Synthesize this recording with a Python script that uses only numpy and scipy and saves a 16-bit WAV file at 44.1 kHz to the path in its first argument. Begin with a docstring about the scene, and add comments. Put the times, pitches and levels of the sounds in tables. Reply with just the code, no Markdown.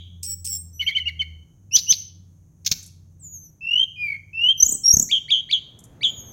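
"""A small caged songbird sings close to the microphone in a quiet room at night: two-voiced squeals, twitters,
whip-like chips, pure whistles, falling trills and quavering tweets, built from gliding partials and shaped noise.
Its bill ticks faintly; near walls echo it and the room rings briefly.
Far-off engines hum outside as wavering low tones, over filtered-noise rumble and tyres that draw nearer.
A thin high hiss hangs in the background."""
import sys
import numpy as np
from scipy import signal
from scipy.fft import rfft, irfft
from scipy.io import wavfile
from scipy.ndimage import uniform_filter1d, minimum_filter1d

SR = 44100
rng = np.random.default_rng(int(sys.argv[2]) if len(sys.argv) > 2 else 0)


def store_pcm(level_fs):
    """Save levels as 16-bit WAV."""
    pcm = np.round(np.clip(level_fs, -1, 1) * 32767).astype(np.int16)
    wavfile.write(sys.argv[1], SR, np.atleast_2d(pcm).T)


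N = 278712
LEAD_S = .3  # the tracks begin this early, so sounds may already be under way
TOP_HZ = 15900  # the recorder's upper limit

# two voices at once: start_s, length_s, low_hz, high_from_hz, high_to_hz, level_db, roughness at the peak (0-1)
SQUEAL_NOTES = [(.225, 0.1256, 5495, 8048, 7784, -29, 0.25), (.442, .139, 5415, 8080, 7477, -27.5, .3)]
# a level note, then a low slur: start_s, length_s, from_hz, to_hz, level_db, slur_length_s, slur_db
TWITTER_NOTES = [(.793, 0.0299, 2813, 2995, -16.5, 0.04, -28),
                 (0.862, 0.0275, 2439, 3148, -14.5, 0.0463, -25),
                 (.948, 0.03094, 2629, 3069, -13.5, 0.0319, -23.5),
                 (1.054, 0.033, 2597, 2885, -18, 0.024, -24.5),
                 (1.191, 0.0304, 3340, 3020, -16, 0.0216, -26)]
# rising chips that move into their octave: start_s, length_s, from_hz, to_hz, octave_level_db
CHIP_NOTES = [(1.709, .059, 2632, 3021, -4.5), (1.864, .055, 2780, 3061, -5)]
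# very fast downward whips: loudest_s, rise_s, fall_s, top_hz, end_hz, level_db, rasp_db, thump_db
WHIP_NOTES = [(1.763, 0.00491, 0.0183, 5700, 2871, -7.5, -20.5, -31.5),
              (1.922, 0.00389, 0.01164, 5778, 2799, -6.5, -26, -31),
              (2.6658, 0.007, 0.0076, 6300, 2318, -13, -14, -39.5),
              (2.7167, 0.00495, 0.00556, 6433, 2075, -7.5, -11.5, -23.5)]
# rasp of the whips: pitch_hz, relative level (dB per Hz)
WHIP_RASP_SPECTRUM = [(900, -22.5), (1600, -4), (6600, 22), (8500, -14), (12500, 2)]
# a rush of air that leads into the first lone whip: start_s, length_s, level_db
AIR_RUSH = (2.647, .018, -39)
# mellow whistles: start_s, length_s, from_hz, to_hz, level_db, loudest at (share of length), fade_db,
# flutter from (share of length), flutter depth (0-1), overtones_db, hoarseness at the end (0-1)
WHISTLE_NOTES = [(3.607, 0.2394, 2668, 3168, -13, 0.768, 4, 0.147, .67, -1, 0.01),
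                 (3.958, 0.2127, 2455, 2195, -21, 0.451, 13, 0.481, 0.77, 2, 0.02),
                 (4.33, .2, 2648, 3202, -10, 0.896, 4, 0.053, 0.31, -4.5, 0.01)]
# overtones of the whistles from the octave up: level_db against the fundamental
WHISTLE_OVERTONES_DB = [-30, -51.5, -46.5, -46.5, -47.5]
# faint slides between the louder notes: start_s, length_s, from_hz, to_hz, level_db
SLIDE_NOTES = [(0.576, 0.0515, 8150, 8477, -34), (0.728, 0.185, 5939, 5883, -44.5),
               (0.907, 0.0468, 2124, 2410, -36), (0.909, 0.03, 3060, 3468, -31.5),
               (.998, .032, 3079, 2873, -23.5), (4.573, 0.0508, 6067, 6053, -33.5)]
# the octave of a slide grows with its end pitch: pitch_hz, level_db against the fundamental
SLIDE_OCTAVE_LEVELS = [(3300, -32.5), (5800, -8)]
# thin falling whistles: start_s, length_s, from_hz, to_hz, level_db
THIN_NOTES = [(3.195, 0.3102, 7299, 5850, -36), (6.034, 0.336, 7095, 6174, -37.5)]
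# piercing notes that open each trill: start_s, length_s, pitch_hz, level_db, swell_db
PIERCING_NOTES = [(4.599, 0.01614, 5937, -8.5, 11.5), (4.624, 0.0141, 6279, -2, 6),
                  (4.833, 0.0296, 5604, -16.5, 17), (4.85, 0.0226, 5641, -8.5, 13.5),
                  (4.876, .023, 5657, -7, 0.5), (4.9, 0.02024, 5720, -3, 12)]
# trill notes, held high then snapped down: loudest_s, top_hz, snap_hz, top_db, snap_db, thump_db, thump_hz
TRILL_NOTES = [(4.635, 5970, 5705, -25, -30.5, -27.5, 58), (4.665, 7304, 6686, -17, -8.5, -34, 235.6),
               (4.694, 7742, 6847, -17, -11, -31, 231.2), (4.725, 8194, 7066, -18, -11, -28.5, 283),
               (4.752, 8332, 7870, -21.5, -16, -30.5, 270.5), (4.941, 6578, 6283, -8, -3, -15.5, 93.5),
               (4.9707, 7716, 6114, -30, -4.5, -17, 149), (4.999, 7883, 6206, -25, -4, -22.5, 224.3),
               (5.028, 7832, 6953, -21, -10, -28, 250)]
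# tweets that leap up and quaver away: start_s, length_s, top_hz, level_db, fade_db, quaver from (s into the note)
TWEET_NOTES = [(-.125, 0.0877, 4002, -12, 18.5, 0.0463), (5.088, 0.1018, 3770, -10, 9.5, 0.0544),
               (5.28, 0.1312, 3844, -9, 14.5, 0.0495), (5.488, 0.1079, 4750, -8.5, 21, .05),
               (6.007, 0.0994, 3953, -9.5, 17.5, 0.0369)]
# overtones of the piercing notes: level_db against the fundamental
PIERCING_OVERTONES_DB = [-24.5]
# overtones above the octave in chips and tweets: level_db against that octave
OCTAVE_OVERTONES_DB = [-34, -23]
# faint dry ticks: start_s, level_db
BILL_TICKS = [(2.829, -42.5), (2.863, -42), (5.791, -47), (5.84, -45.5)]
# near walls: delay_s, level_db
WALL_ECHOES = [(.0045, -13), (0.0141, -16.5)]
# bands of the room's tail: centre_hz, weight_db, t60_s
ROOM_BANDS = [(2198, -14, 0.4), (3310, -20.5, 0.57), (5960, -16.5, 0.42), (11500, -11.5, 0.29)]
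# far engines that come and go: start_s, length_s, from_hz, to_hz, level_db
ENGINE_RUNS = [(-.2, 1.178, 90.02, 81.37, -39.5), (.9, 0.599, 81.22, 78.65, -37),
               (1.498, 1.085, 98.42, 88.15, -47), (2.5, 1.028, 92.8, 87.39, -48),
               (3.652, 1.1, 93.14, 94.89, -52)]
# a low hum that sinks slowly and wavers: from_hz, to_hz, level_db
LOW_HUM = (170, 140, -57.5)
# spectra of the low rumble, the tyres and the hiss: pitch_hz, relative level (dB per Hz)
RUMBLE_SPECTRUM = [(18, -49.5), (30, -15.5), (91, -6.5), (172, -9), (194, -17), (1800, -68.5), (2700, -110)]
TYRE_SPECTRUM = [(40, -13.5), (100, 5.5), (600, -13), (1500, -23.5), (2600, -31), (8000, -46)]
HISS_SPECTRUM = [(5000, -25), (6400, -1.5), (7600, -18.5)]
# a vehicle drawing nearer: time_s, level_db
TYRE_LEVELS = [(4.3, -67), (5.3, -60), (6.32, -47)]


def squeals(flutter_hz=105, throb=.55, rough_hz=380, high_octave_db=-9, low_octave_db=-11, sum_db=-12,
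            difference_db=-24, settle_hz=800, settle_s=.08, rough_per_db=.1746, rasp_db=-13, onset_db=5):
    """Both sides of the syrinx flutter alone and modulate each other; the low voice starts ragged and settles."""
    for start, length, low_hz, from_hz, to_hz, peak_db, roughness in SQUEAL_NOTES:
        t, u = clock(length)
        level_db = arch(u, peak=0.705, rise_db=13, fall_db=2.5)
        rough = roughness + rough_per_db * level_db  # passes below zero in the quiet parts
        ragged = np.exp(-t / (settle_s * roughness))  # rougher notes settle later
        low_beat, high_beat = (quaver(t, flutter_hz, .35) for _ in range(2))
        depth = np.minimum(2 * rough, throb)

        low_pitch = low_hz + settle_hz * ragged * (1 + low_beat) + rough * rough_hz * walk(t, 2500)
        low = (1 + depth * low_beat) * tone(low_pitch, [low_octave_db])
        high_glide = from_hz + (to_hz - from_hz) * ease(u / .85)
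        high_pitch = high_glide + rough * rough_hz * (walk(t, 2500) + high_beat)
        high = (1 + depth * high_beat) * tone(high_pitch, [high_octave_db])

        # multiplying the voices gives their sum and difference tones
        mixed = colour(low * high * (1 + low), [(1500, -55), (2500, difference_db), (13000, sum_db)])
        rasp = rough * noise(t, [(1500, -47.5), (2500, -11.5), (7000, -12), (10000, -15.5), (15000, -9.5)])
        onset_rasp = undb(onset_db) * ragged * noise(t, [(4800, -39), (6200, 3.5), (9500, -37)])
        voices = high + undb(onset_db * ragged - 5) * low + mixed
        soft_ends = signal.windows.tukey(len(t), .15)
        yield start, undb(peak_db + level_db) * soft_ends * (voices + undb(rasp_db) * (rasp + onset_rasp))


def twitters(settle_s=.0058, slur_top_hz=2260, slur_end_hz=1970, crest=0.16, overlap=.42, slur_jitter=0.014,
             rasp_db=-18, grain_db=2.5):
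    """A short note bends onto its pitch; the syrinx's other side takes over with a hoarse, grainy falling slur."""
    for start, length, from_hz, to_hz, peak_db, slur_length, slur_db in TWITTER_NOTES:
        t, u = clock(length)
        hz = (to_hz + (from_hz - to_hz) * np.exp(-t / settle_s)) * (1 + 0.014 * walk(t, 790))
        yield start, undb(peak_db + arch(u, peak=0.72, rise_db=13, fall_db=5.5)) * tone(hz, [-31])

        t, u = clock(slur_length)
        jitter = slur_jitter * (walk(t, 2000) + walk(t, 200) / 2)
        bend = ((u - crest) / (1 - crest)) ** 2
        hz = (slur_top_hz + (slur_end_hz - slur_top_hz) * bend) * (1 + jitter)
        octave = undb(-13 + grain_db * walk(t, 270)) * tone(hz, [-16], first=2)
        rasp = noise(t, [(500, -24.5), (1300, -16.5), (2200, 4), (4400, 1), (7500, -19.5)])
        slur = tone(hz) + octave + undb(rasp_db) * rasp
        level_db = slur_db + arch(u, peak=.55, rise_db=12, fall_db=8) + grain_db * walk(t, 200)
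        yield start + length - overlap * slur_length, undb(level_db) * slur


def chips(glide_share=.78, lift=0.21, split_s=0.013, low_voice_db=-15):
    """The throat rings near 6 kHz, so the octave outgrows the lower voice, which splits off upward at the end."""
    for start, length, from_hz, to_hz, level_db in CHIP_NOTES:
        t, u = clock(length)
        hz = (from_hz + (to_hz - from_hz) * ease(u / glide_share)) * (1 + 0.02 * walk(t, 560))
        split = lift * np.maximum(1 - (length - t) / split_s, 0)
        low = undb(low_voice_db + arch(u, peak=0.97, rise_db=25, fall_db=3.5)) * tone(hz * (1 + split))
        octave_level = undb(arch(u, peak=.98, rise_db=55, fall_db=-5.5))  # still growing at the end
        octave = octave_level * tone(hz, OCTAVE_OVERTONES_DB, first=2)
        yield start, undb(level_db) * (low + octave)


def whips(recoil_hz=4400, recoil_db=-13, attack_db=24, plunge_share=.66, plunge_db=16, recoil_share=1.6):
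    """The pitch plunges within milliseconds, breaks up and curls back, with a rasp at its loudest."""
    for loudest, rise, fall, top, end, peak_db, rasp_db, thump_db in WHIP_NOTES:
        t, _ = clock(rise + (plunge_share + recoil_share) * fall)
        attack = np.minimum(t / rise, 1)
        plunge = np.clip((t - rise) / (plunge_share * fall), 0, 1)
        recoil = np.maximum((t - rise) / fall - plunge_share, 0) / recoil_share

        hz = top + (end - top) * plunge + (recoil_hz - end) * ease(recoil / .36)
        hz = hz * (1 + .14 * plunge * walk(t, 1500))
        plunge_level = attack_db * (attack - 1) - plunge_db * plunge
        recoil_level = recoil_db + arch(recoil, peak=.48, rise_db=19.5, fall_db=16)
        level_db = np.where(recoil > 0, recoil_level, plunge_level)

        voice = undb(level_db + peak_db) * tone(hz, [-28])
        rasp_fades = ease(attack) * ease(2 * (1 - recoil))
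        rasp = undb(level_db / 2 + rasp_db) * rasp_fades * noise(t, WHIP_RASP_SPECTRUM)
        yield loudest - rise, voice + rasp
        yield thump(loudest, thump_db)


def air_rush():
    """A brief rush of noise in the colour of the whips' rasp."""
    start, length, level_db = AIR_RUSH
    t, u = clock(length)
    yield start, undb(level_db) * ease(10 * u) * ease(10 * (1 - u)) * noise(t, WHIP_RASP_SPECTRUM)


def thump(loudest, level_db, pitch_hz=130, cycles=.6, burst_db=-12, burst_s=0.0055):
    """The sharpest notes jolt the microphone: a low thump in a soft noise burst; higher is shorter and noisier."""
    t = np.arange(SR // 10) / SR - 1 / 50
    beats = t * pitch_hz
    jolt = np.cos(2 * np.pi * beats) * ease(2 * beats + 1) * np.exp(-np.maximum(beats, 0) / cycles)
    burst = noise(t, [(400, 4.5), (1500, -14), (2100, -27.5)]) * np.exp(-np.abs(t) / burst_s)
    burst_level = undb(burst_db) * pitch_hz / 300  # burst_db holds for a 300 Hz thump
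    return loudest + t[0], undb(level_db) * (jolt + burst_level * burst)


def whistles(flutter_hz=50, glide_share=.88, glide_power=1.9, scoop=.25, scoop_s=0.0059, crackle_db=-41,
             crackle_spread_db=7):
    """Nearly pure glides steepen, flutter unevenly and turn hoarse, with uneven crackle in the flutter's gaps."""
    for (start, length, from_hz, to_hz, peak_db, peak, fade_db,
         breaks_at, flutter, bright_db, hoarseness) in WHISTLE_NOTES:
        t, u = clock(length)
        glide = np.minimum(u / glide_share, 1) ** glide_power - scoop * np.exp(-t / scoop_s)
        depth = flutter * ease((u - breaks_at) / 0.091)
        dip = depth * ((1 - quaver(t, flutter_hz, .22)) / 2) ** 2  # deep flutter nearly breaks the tone
        rough = hoarseness * ease(2 * u - 1) ** 2
        wobble = 1 - 0.03 * dip + 0.0056 * walk(t, 120) + rough * walk(t, 1500)
        voice = tone((from_hz + (to_hz - from_hz) * glide) * wobble, np.add(WHISTLE_OVERTONES_DB, bright_db))

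        crackle_level = undb(crackle_db + crackle_spread_db * walk(t, 50)) * dip * depth
        crackle = crackle_level * noise(t, [(2000, -17.5), (4500, 0.5), (7500, -24.5)])
        level = undb(peak_db + arch(u, peak, rise_db=27, fall_db=fade_db))
        yield start, level * ((1 + depth / 2 - 2.1 * dip) * voice + crackle)


def slides():
    """Faint straight glides that link the louder notes."""
    for start, length, from_hz, to_hz, level_db in SLIDE_NOTES:
        t, u = clock(length)
        hz = (from_hz + (to_hz - from_hz) * u) * (1 + 0.0059 * walk(t, 600))
        octave_db = np.interp(to_hz, *np.transpose(SLIDE_OCTAVE_LEVELS))
        yield start, undb(level_db + arch(u, peak=0.22, rise_db=8.5, fall_db=7)) * tone(hz, [octave_db])


def thin_whistles(swoop_hz=1400, throb_hz=9.7, throb_db=4, first_throb_s=0.059, octave_db=-6, brighten_db=18):
    """A high thread of tone swoops in and sinks a step with each slow throb, growing brighter."""
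    for start, length, from_hz, to_hz, peak_db in THIN_NOTES:
        t, u = clock(length)
        beat = 2 * np.pi * throb_hz * (t - first_throb_s)
        hz = from_hz + (to_hz - from_hz) * u + swoop_hz * np.exp(-t / .017) - 70 * np.sin(beat)
        hz = hz * (1 + .014 * walk(t, 900))
        level_db = peak_db + arch(u, peak=0.396, rise_db=12.5, fall_db=19.5) + throb_db * (np.cos(beat) - .5)
        octave = undb(octave_db - brighten_db * (1 - u)) * tone(hz, first=2)
        yield start, undb(level_db) * (tone(hz) + octave)


def piercing_notes(droop=0.041):
    """Arched, piercing notes whose pitch droops at both ends."""
    for start, length, pitch_hz, level_db, swell_db in PIERCING_NOTES:
        t, u = clock(length)
        hz = pitch_hz * (1 - droop * (2 * u - 1) ** 2 + .003 * walk(t, 900))
        level = undb(level_db + arch(u, peak=0.62, rise_db=swell_db, fall_db=7.5))
        yield start, level * tone(hz, PIERCING_OVERTONES_DB)


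def trills(hold_s=.016, release_s=0.0086, drop_lead_s=0.01, drop_s=.01692, snap_width_s=0.002886, click_db=-26):
    """A chain of falling snaps, about 35 a second; only the hardest ones click."""
    for loudest, top_hz, snap_hz, top_db, snap_db, thump_db, thump_hz in TRILL_NOTES:
        t, u = clock(hold_s + release_s)
        drop = 1.25 * ease((t - hold_s + drop_lead_s) / drop_s)  # ends a quarter beyond the snap pitch
        hz = (top_hz + (snap_hz - top_hz) * drop) * (1 + 0.0047 * u * walk(t, 1500))
        held = undb(top_db + arch(u, peak=0.957, rise_db=10, fall_db=2.5))
        snap = undb(snap_db) / (1 + ((t - hold_s) / snap_width_s) ** 2) ** 2
        click = undb(click_db) * snap ** 2 * (snap > .4) * rng.standard_normal(len(t))
        yield loudest - hold_s, np.maximum(held, snap) * tone(hz, [-16]) + click
        yield thump(loudest, thump_db, thump_hz)


def tweets(low_hz=1500, scoop_hz=2330, scoop_s=0.005, leap_at_s=.021, leap_s=.011, settle_s=0.0088,
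           hold_hz=3120, loudest_s=0.04173, attack_db=20, throat_hz=3270, throat_width_hz=640, quaver_hz=122,
           quaver_share=0.0548, quaver_depth=0.27, scoop_octave_db=-5, octave_db=-27):
    """A low scoop leaps up through the throat's resonance, glides back across it and fades with a fine ripple."""
    for start, length, top_hz, peak_db, fade_db, quaver_s in TWEET_NOTES:
        t, _ = clock(length)
        scoop = scoop_hz + (low_hz - scoop_hz) * np.exp(-t / scoop_s)
        settle = hold_hz + (top_hz - hold_hz) * np.exp(-np.maximum(t - leap_at_s - leap_s, 0) / settle_s)
        leap = ease((t - leap_at_s) / leap_s)
        swing = ease((t - quaver_s) / settle_s) * quaver(t, quaver_hz, 0.11)
        wobble = 1 + quaver_share * swing + 0.0095 * walk(t, 70) + 0.0078 * walk(t, 2500)
        hz = (scoop + (settle - scoop) * leap) * wobble

        tail = np.maximum(t - loudest_s, 0) / (length - loudest_s)
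        effort = undb(peak_db - attack_db * np.maximum(1 - t / loudest_s, 0) - fade_db * tail)
        throat = 1 / (1 + ((hz - throat_hz) / throat_width_hz) ** 2)
        octave_level = undb(scoop_octave_db + (octave_db - scoop_octave_db) * np.sqrt(leap))
        octave = octave_level * throat ** (2 * leap) * tone(hz, OCTAVE_OVERTONES_DB, first=2)
        yield start, effort * throat * (1 + quaver_depth * swing) * (tone(hz) + octave)


def ticks(gap_s=0.012, peak_s=0.00263):
    """Soft double ticks of the bill: short bursts of bright noise, the second one weaker."""
    t = np.arange(SR // 25) / SR
    for start, level_db in BILL_TICKS:
        for delay, drop_db in (0, 0), (gap_s, -7):
            burst = noise(t, [(4000, -25.5), (6700, 2.5), (12500, -7.5), (13800, -37.5)])
            envelope = t / peak_s * np.exp(1 - t / peak_s)
            yield start + delay - .002, undb(level_db + drop_db) * burst * envelope


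def room(x):
    """Direct sound, a few near echoes and a diffuse tail of noise bands whose top band dies first."""
    t = np.arange(SR) / SR
    centres, weights_db, t60s = np.transpose(ROOM_BANDS)
    f, grain = np.fft.rfftfreq(SR, 1 / SR), rfft(rng.standard_normal(SR))
    response = np.zeros(SR)
    for share, weight_db, t60 in zip(np.eye(len(ROOM_BANDS)), weights_db, t60s):
        decay = undb(-60 * t / t60) * (1 - np.exp(-t / 0.027))  # the tail builds up softly
        band = irfft(grain * np.interp(f, centres, share), SR)
        response += undb(weight_db) * band * decay / np.linalg.norm(decay)
    response[0] += 1
    for delay, level_db in WALL_ECHOES:
        response[int(delay * SR)] += undb(level_db)
    return signal.fftconvolve(x, response)[:len(x)]


def engines():
    """Engines come and go over a low hum that sinks slowly and wavers."""
    for start, *run in ENGINE_RUNS:
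        yield start, motor(*run)
    yield -LEAD_S, motor(N / SR + 2 * LEAD_S, *LOW_HUM)


def motor(length_s, from_hz, to_hz, level_db, fade_s=.18):
    """A far-off motor, heard through the walls as a wavering low tone that fades in and out."""
    t, u = clock(length_s)
    hz = (from_hz + (to_hz - from_hz) * u) * (1 + 0.0056 * walk(t, 30))
    fades = ease(t / fade_s) * ease((length_s - t) / fade_s)
    return undb(level_db + 1.2 * walk(t, 8.9)) * fades * tone(hz, [-16])


def rumble(t):
    """Low town rumble: deep noise whose level drifts slightly."""
    return undb(-54.5 + 0.74 * walk(t, 2.4)) * noise(t, RUMBLE_SPECTRUM)


def tyres(t):
    """Tyres drawing nearer: road noise that grows louder."""
    return undb(np.interp(t, *np.transpose(TYRE_LEVELS)) + walk(t, 2.4)) * noise(t, TYRE_SPECTRUM)


def hiss(t):
    """A thin hiss: a narrow high noise band with a slight flicker."""
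    return undb(-73 + .8 * walk(t, 21)) * noise(t, HISS_SPECTRUM)


def undb(db):
    """Turn dB into a linear gain."""
    return 10 ** (np.asarray(db) / 20)


def add(out, start, wave):
    """Mix a wave into a track that begins LEAD_S early."""
    i = max(int((start + LEAD_S) * SR), 0)
    out[i:i + len(wave)] += wave[:len(out) - i]


def clock(length_s):
    """Seconds since the start of a note, and the share of it that has passed."""
    t = np.arange(int(length_s * SR)) / SR
    return t, t / t[-1]


def arch(u, peak, rise_db, fall_db):
    """Level in dB that rises by rise_db until the share `peak`, then falls by fall_db (rises if negative)."""
    peak = np.clip(peak, .02, .98)
    before, after = np.maximum(1 - u / peak, 0), np.maximum((u - peak) / (1 - peak), 0)
    return -rise_db * before ** 2 - fall_db * after ** 2


def ease(u):
    """A smooth step from 0 to 1."""
    return (1 - np.cos(np.pi * np.clip(u, 0, 1))) / 2


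def walk(t, rate_hz):
    """Smooth chance with a spread near 1: random steps joined by ramps."""
    step = max(int(SR / rate_hz), 1)
    steps = np.repeat(rng.standard_normal(len(t) // step + 1), step)
    return uniform_filter1d(steps, step)[:len(t)]


def quaver(t, rate_hz, unevenness):
    """A swing between -1 and 1 whose rate changes from beat to beat."""
    rate = rate_hz * (1 + unevenness * walk(t, 2 * rate_hz))
    return np.sin(2 * np.pi * np.cumsum(rate) / SR)


def colour(x, points):
    """Filter by a spectrum of (Hz, dB) points."""
    hz, db = np.transpose(points)
    f = np.fft.rfftfreq(len(x), 1 / SR) + 1  # the offset avoids log(0)
    return irfft(rfft(x) * undb(np.interp(np.log(f), np.log(hz), db)), len(x))


def noise(t, points):
    """Coloured noise of rms 1."""
    x = colour(rng.standard_normal(len(t)), points)
    return x / x.std()


def tone(hz, overtones_db=(), first=1):
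    """One partial of a moving pitch and the overtones above it, with soft ends."""
    phase = 2 * np.pi * np.cumsum(hz) / SR
    wave = np.zeros(len(hz))
    for k, db in enumerate([0, *overtones_db], first):
        wave += undb(db) * np.sin(k * phase) * (k * hz < SR / 2)  # silent above the Nyquist limit
    return wave * signal.windows.tukey(len(hz), min(.008 * SR / len(hz), .3))


def scene():
    """The song in its room, over the engines, rumble, tyres and hiss."""
    lead = int(LEAD_S * SR)
    song, hum = np.zeros(N + lead), np.zeros(N + lead)
    for phrase in (squeals, twitters, chips, whips, air_rush, whistles, slides, thin_whistles,
                   piercing_notes, trills, tweets, ticks):
        for start, wave in phrase():
            add(song, start, wave)
    for start, wave in engines():
        add(hum, start, wave)
    t = np.arange(N) / SR
    background = rumble(t) + tyres(t) + hiss(t)
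    return ((room(song) + hum)[lead:] + background)[None]


def record(dry):
    """A fast limiter holds the loudest peaks, and the recorder cuts the top."""
    ceiling, hold = .88, SR // 500  # full scale = 1; hold in samples (2 ms)
    gain = minimum_filter1d(ceiling / np.maximum(np.abs(dry), ceiling), hold)
    gain = uniform_filter1d(gain, hold)
    top_cut = signal.ellip(10, .2, 80, TOP_HZ, fs=SR, output="sos")
    return signal.sosfilt(top_cut, dry * gain)


dry = scene()
out = record(dry)
store_pcm(out)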